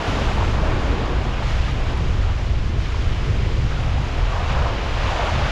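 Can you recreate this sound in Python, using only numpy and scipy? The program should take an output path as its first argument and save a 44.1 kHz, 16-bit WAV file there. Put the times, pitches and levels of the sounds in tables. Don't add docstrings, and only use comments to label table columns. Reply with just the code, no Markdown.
import sys
import numpy as np
from scipy import signal
from scipy.fft import rfft, irfft
from scipy.io import wavfile
from scipy.ndimage import uniform_filter1d

SR = 44100
rng = np.random.default_rng(int(sys.argv[2]) if len(sys.argv) > 2 else 0)


def pcm_store(signal):
    levels = np.round(np.clip(np.atleast_2d(signal), -1, 1) * 32767)
    wavfile.write(sys.argv[1], SR, levels.astype(np.int16).T)


def makeup_ratio(level_db):
    decades = np.asarray(level_db, float) / 20
    return 10 ** decades


N = 242991
FREQS = np.maximum(np.arange(N // 2 + 1) * SR / N, 1)


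def rms_one(x):
    return x / np.sqrt(np.mean(x ** 2) + 1e-20)


def in_time(rows):
    s, *columns = np.transpose(rows)
    return [np.interp(np.arange(N) / SR, s, c) for c in columns]


def colour(points):
    hz, level_db = np.transpose(points)
    return makeup_ratio(np.interp(np.log(FREQS), np.log(hz), level_db, left=-200, right=-200))


def drift(rate):
    r = np.exp(-80 * np.pi * rate / SR)
    noise = rng.standard_normal(N // 40 + 2002)
    slow = signal.lfilter([1], [1, -2 * r, r * r], noise)[2000:]
    return np.interp(np.arange(N) / 40, np.arange(len(slow)), rms_one(slow))


def bursts(per_s, spread_db):
    sizes = makeup_ratio(spread_db * np.minimum(rng.exponential(1, N), 4))
    signed = sizes * rng.choice([-1, 1], N)
    return rms_one(signed * (rng.random(N) < per_s / SR))


def lifts(times, lifts_db, lengths):
    t = np.arange(0, N + 64, 64) / SR
    bells = np.exp(-((t[:, None] - times) / lengths) ** 2) @ lifts_db
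    return np.interp(np.arange(N) / SR, t, bells)


def patchy(x, points, shared_db, own_db, rate):
    spectrum, together, out = rfft(x) * colour(points), drift(rate), 0
    steps = 2 * np.log2(FREQS)
    first, last = int(2 * np.log2(points[0][0])), int(2 * np.log2(points[-1][0])) + 1
    for k in range(first, last + 1):
        band = irfft(spectrum * np.clip(1 - abs(steps - k), 0, 1), N)
        out = out + band * makeup_ratio(shared_db * together + own_db * drift(rate))
    return rms_one(out)


def wind():
    # [t/s, level/dB]
    wind_strength = [(0.0, -27.5), (0.04, -38), (0.09, -26), (0.5, -21.5), (0.75, -21.5), (1.1, -23.5),
                     (1.45, -22.5), (1.8, -23), (2.1, -21), (2.6, -22), (3.1, -23), (3.6, -20.5),
                     (4.25, -24.5), (4.6, -18.5), (4.8, -27), (5.05, -21.5), (5.3, -25.5), (5.51, -25.5)]
    # [f/Hz, level/dB]
    eddy_tone = [(8, -23), (14, 11), (30, 13), (65, 3), (100, -3.5), (135, -7.5), (160, -17), (220, -24),
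                 (320, -41.5)]
    # [f/Hz, level under the strength/dB, flutter/dB]
    eddy_sizes = [
        (35, -4, 1.7),
        (70, -3.5, 1.9),
        (125, -8, 2.85),
    ]
    # [t/s, lift/dB, f/Hz]
    gust_events = [(.08, 8.5, 125), (.24, 2, 125), (.3, 5, 35), (.56, 1, 70), (.7, 4, 35), (.72, 5, 125),
                   (.87, 7, 70), (1.18, 5.5, 70), (1.51, 3.5, 125), (1.58, 12, 48.6), (1.73, 5, 125),
                   (1.8, 6.5, 35), (1.96, 3, 110), (2.18, 3, 35), (2.25, 5.5, 80), (2.5, 7, 115),
                   (2.58, 4, 35), (2.79, 5.5, 75), (2.99, 2.5, 75), (3.1, 7, 35), (3.29, 2, 125),
                   (3.4, 5, 45), (3.65, 4, 120), (3.88, 3.5, 125), (3.99, 8, 85), (4.17, 6, 35),
                   (4.21, 6, 70), (4.57, 0.5, 60), (5.08, 1.5, 35), (5.41, 6.5, 81.5)]
    gust_s, gust_octaves, flutter_per_s = 0.051, 0.57, 7.2

    spectrum, out = rfft(rng.standard_normal(N)) * colour(eddy_tone), 0
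    over_low, over_high = [1 / (1 + (hz / FREQS) ** 10) for hz in (50, 95)]
    shares = (1 - over_low, over_low - over_high, over_high)
    strength_db, = in_time(wind_strength)
    s, lift_db, gust_hz = np.transpose(gust_events)
    for share, (hz, under_db, flutter_db) in zip(shares, eddy_sizes):
        eddies = rms_one(irfft(spectrum * share, N))
        loudness = uniform_filter1d(uniform_filter1d(eddies ** 2, size=2500), size=2500)
        evened = rms_one(eddies / (loudness + 0.054) ** 0.67)
        nearness = np.exp(-(np.log2(gust_hz / hz) / gust_octaves) ** 2)
        gusts_db = lifts(s, lift_db * nearness, gust_s)
        level_db = strength_db + under_db + gusts_db + flutter_db * drift(flutter_per_s)
        out = out + makeup_ratio(level_db) * evened
    return out


def gurgle(per_s, cycles):
    clicks = bursts(per_s * makeup_ratio(3.0 * drift(7)), spread_db=3.0)
    dealt, out = rng.integers(0, 24, N), 0
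    for k, hz in enumerate(np.geomspace(420, 1600, num=24)):
        r, w = makeup_ratio(-60 * hz / (cycles * SR)), 2 * np.pi * hz / SR
        struck = clicks * (dealt == k) + 1e-18
        ringing = signal.lfilter([0, 1], [1, -2 * r * np.cos(w), r * r], struck)
        out = out + rms_one(ringing) * np.sqrt(hz)
    return rms_one(out)


def surge():
    # [f/Hz, level/dB]
    surge_tone = [(330, -22.5), (500, -4.5), (650, -3), (950, -4.5), (1300, -7.5), (1900, -14.5)]
    roar = patchy(rng.standard_normal(N), surge_tone, shared_db=0.55, own_db=0.5, rate=14.0)
    gurgles = patchy(gurgle(per_s=400, cycles=21), surge_tone, shared_db=2.2, own_db=4.1, rate=6.4)
    return rms_one(roar + makeup_ratio(-5.0) * gurgles)


def pockets(table, under_db, cycles):
    out, t = np.zeros(N + SR // 8), np.arange(SR // 8) / SR
    for s, peak_db, hz in table:
        age = t * hz / cycles
        shape = age * np.exp(1 - age)
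        tone = np.sin(2 * np.pi * hz * t * (.97 + 0.0047 * age))
        out[round(s * SR):][:len(t)] += makeup_ratio(peak_db - under_db) * shape * tone
    return out[:N]


def splashes(layer_hz):
    # [t/s, lift/dB, length/s, f/Hz]
    splash_events = [(.11, 0, 0.065, 3500), (.69, 4, .05, 1200), (0.877, 3, .06, 450),
                     (0.905, 3, .04, 3000), (1.26, 2.5, 0.23, 1400), (1.675, 3, 0.036, 2000),
                     (1.76, 3.5, .04, 350), (1.894, 2.5, .03, 2000), (2.125, 0, 0.024, 2500),
                     (2.297, 3, .03, 1000), (2.6, -1, 0.03, 1600), (2.767, 6.5, 0.027, 300),
                     (2.82, 0, 0.035, 3000), (3.05, 3.5, 0.086, 250), (3.26, 3, 0.027, 300),
                     (3.437, 0.5, .04, 2500), (3.89, 2.5, 0.024, 600), (4.36, 1.5, 0.03, 900),
                     (4.51, 3, 0.022, 2000), (4.583, 2, 0.068, 900), (4.7, 0, .03, 2500),
                     (5.1, 1.5, .04, 3500), (5.192, 2, 0.12, 795), (5.277, 0.5, .03, 1500),
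                     (5.31, -2, 0.033, 700), (5.46, 0.5, .04, 2000)]
    s, lift_db, length, hz = np.transpose(splash_events)
    nearness = np.exp(-(np.log2(hz / layer_hz) / 0.92) ** 2)
    return lifts(s, lift_db * nearness, length)


def wash():
    # [f/Hz, level/dB]
    wash_tone = [(700, -13.5), (1150, -5), (1600, -3.5), (2200, -2), (3000, -4), (3800, -9.5),
                 (5200, -20.5)]
    source = rng.standard_normal(N) + makeup_ratio(-4.0) * bursts(per_s=3000, spread_db=3.0)
    return patchy(source, wash_tone, shared_db=0.0, own_db=0.58, rate=5.6)


def foam():
    # [f/Hz, level/dB]
    foam_tone = [(2600, -7.5), (3900, -5), (5000, -3), (6200, -7), (7100, -9.5), (8000, -19), (9100, -26.5),
                 (10000, -23.5), (12000, -30), (13300, -40), (14300, -45), (14800, -80)]
    pops = bursts(per_s=2500 * makeup_ratio(3.9 * drift(29)), spread_db=7.5)
    source = rng.standard_normal(N) + makeup_ratio(-12.0) * pops
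    return patchy(source, foam_tone, shared_db=0.36, own_db=0.5, rate=14.0)


def misty(x):
    # [t/s, lift/dB]
    mist_lift = [(0, 0.43), (.5, 1.8), (.8, .1), (2.5, 0.22), (4.3, -.3), (4.7, -1.6), (5.51, -1.2)]
    top = irfft(rfft(x) / (1 + (6500 / FREQS) ** 10), N)
    return x + (makeup_ratio(in_time(mist_lift)[0]) - 1) * top


def drops():
    # [t/s, peak level/dB, splash length/ms]
    drop_events = [
        (1.7194, -48, 1.5),
        (1.8687, -52, 1.5),
        (1.9214, -51, 1.5),
        (1.9739, -45, 1.5),
        (2.8105, -47, 1.5),
        (4.5194, -58, 1.5),
    ]
    out, ms = np.zeros(N), np.arange(SR // 10) * 1000 / SR
    sprays = rng.standard_normal((len(drop_events), len(ms)))
    for (s, peak_db, length), spray in zip(drop_events, sprays):
        tick = ms / .7 * np.exp(1 - ms / .7)
        tail = .4 * np.exp(-ms / (6 * length))
        out[round(s * SR):][:len(ms)] += makeup_ratio(peak_db - 4.0) * spray * (tick + tail)
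    bright = signal.butter(3, [6800, 11500], "band", fs=SR, output="sos")
    return signal.sosfilt(bright, out + 1e-18)


def swell():
    # [f/Hz, level/dB]
    swell_tone = [(120, -2), (175, -0.5), (240, -1), (330, -1.5), (460, -3.5), (650, -16.5)]
    return patchy(rng.standard_normal(N), swell_tone, shared_db=1.46, own_db=0.63, rate=1.7)


def scene():
    # [t/s, level/dB]
    wave_vigour = [(0, -30.5), (.3, -31.5), (.55, -32), (.75, -31.5), (1.0, -33), (1.4, -36), (1.9, -36.5),
                   (2.3, -38.5), (2.55, -41), (3.1, -38.5), (3.6, -39.5), (3.95, -36.5), (4.3, -34),
                   (4.57, -31), (4.8, -34), (5.0, -33), (5.24, -29.5), (5.51, -30.5)]
    # [t/s, level/dB]
    froth_thickness = [(0.0, -34.5), (0.09, -33), (0.61, -38), (0.64, -37), (0.78, -38), (0.9, -38.5),
                       (1.03, -39.5), (1.41, -39.5), (1.49, -35), (1.76, -39), (2.75, -41.5), (2.84, -39),
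                       (4.14, -39), (4.5, -36.5), (4.88, -36.5), (5.08, -33.5), (5.48, -32.5), (5.51, -33)]
    # [t/s, level/dB]
    shore_level = [(0, -27.5), (.2, -30.5), (.5, -29.5), (.9, -30), (1.3, -32.5), (1.75, -37.5), (2.1, -36),
                   (2.55, -37.5), (2.8, -39), (3.1, -34.5), (3.4, -32.5), (3.7, -36), (4.0, -36),
                   (4.3, -34.5), (4.6, -34.5), (4.9, -34.5), (5.2, -33), (5.51, -33.5)]
    # [t/s, peak level/dB, f/Hz]
    large_pockets = [(0.209, -10, 580), (0.307, -14, 1130), (0.413, -22, 660), (0.517, -28, 820),
                     (0.633, -8.5, 635), (0.736, -22, 820), (0.853, -18, 624), (1.068, -24.5, 802),
                     (1.177, -36, 734), (1.422, -12.5, 910), (3.811, -20, 727), (3.977, -12, 830),
                     (4.072, -20, 590), (4.227, -21, 660), (4.294, -20, 740), (4.396, -11, 724),
                     (4.533, -14, 883), (4.724, -21, 890), (4.793, -22, 656), (4.858, -13, 861),
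                     (4.933, -24, 840), (4.991, -20, 710), (5.19, -6, 708), (5.319, -13, 682),
                     (5.375, -10, 710), (5.487, -10, 840)]
    # [t/s, peak level/dB, f/Hz]
    small_pockets = [(0.0894, -18, 1345), (0.1764, -18, 1160), (0.6697, -26, 1020), (1.019, -19, 1240),
                     (1.1053, -22.5, 1160), (1.679, -17, 1250), (1.8794, -33, 1040), (1.8994, -30, 1250),
                     (2.105, -22, 2500), (2.1544, -33, 1320), (2.2244, -24, 1290), (2.2844, -24, 1316),
                     (3.1294, -28, 1290), (3.3897, -25, 2430), (4.3176, -16, 1160), (4.399, -20, 1240),
                     (4.4847, -19, 1062), (4.6137, -24, 1040), (4.899, -30, 1080), (5.029, -15, 1045),
                     (5.2674, -15, 1430), (5.3625, -23, 1090)]

    wave, froth = [c - c.mean() for c in in_time(wave_vigour) + in_time(froth_thickness)]
    surge_db = -33.5 + 1.12 * wave + splashes(800)
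    wash_db = -36 + 0.15 * wave + 0.82 * froth + splashes(2400)
    foam_db = -45.5 + 0.94 * froth + splashes(5000)
    shore_db = in_time(shore_level)[0] + splashes(260)
    sea = makeup_ratio(surge_db) * surge() + makeup_ratio(wash_db) * wash() + makeup_ratio(foam_db) * misty(foam())
    sea = sea + makeup_ratio(shore_db) * swell()
    bubbles = pockets(large_pockets, under_db=15.5, cycles=3.5)
    bubbles = bubbles + pockets(small_pockets, under_db=13.5, cycles=7.7)
    return (wind() + sea + bubbles + drops())[None]


def top_cut(x):
    return signal.sosfilt(signal.butter(12, 14300, fs=SR, output="sos"), x)


def record(dry):
    to_nearest_end = np.minimum(np.arange(N), np.arange(N)[::-1])
    fade = np.minimum(to_nearest_end / 60, 1) * .8 + .2
    rounded = 0.62 * np.tanh(dry / 0.59) * fade
    return top_cut(rounded)


dry = scene()
out = record(dry)
pcm_store(out)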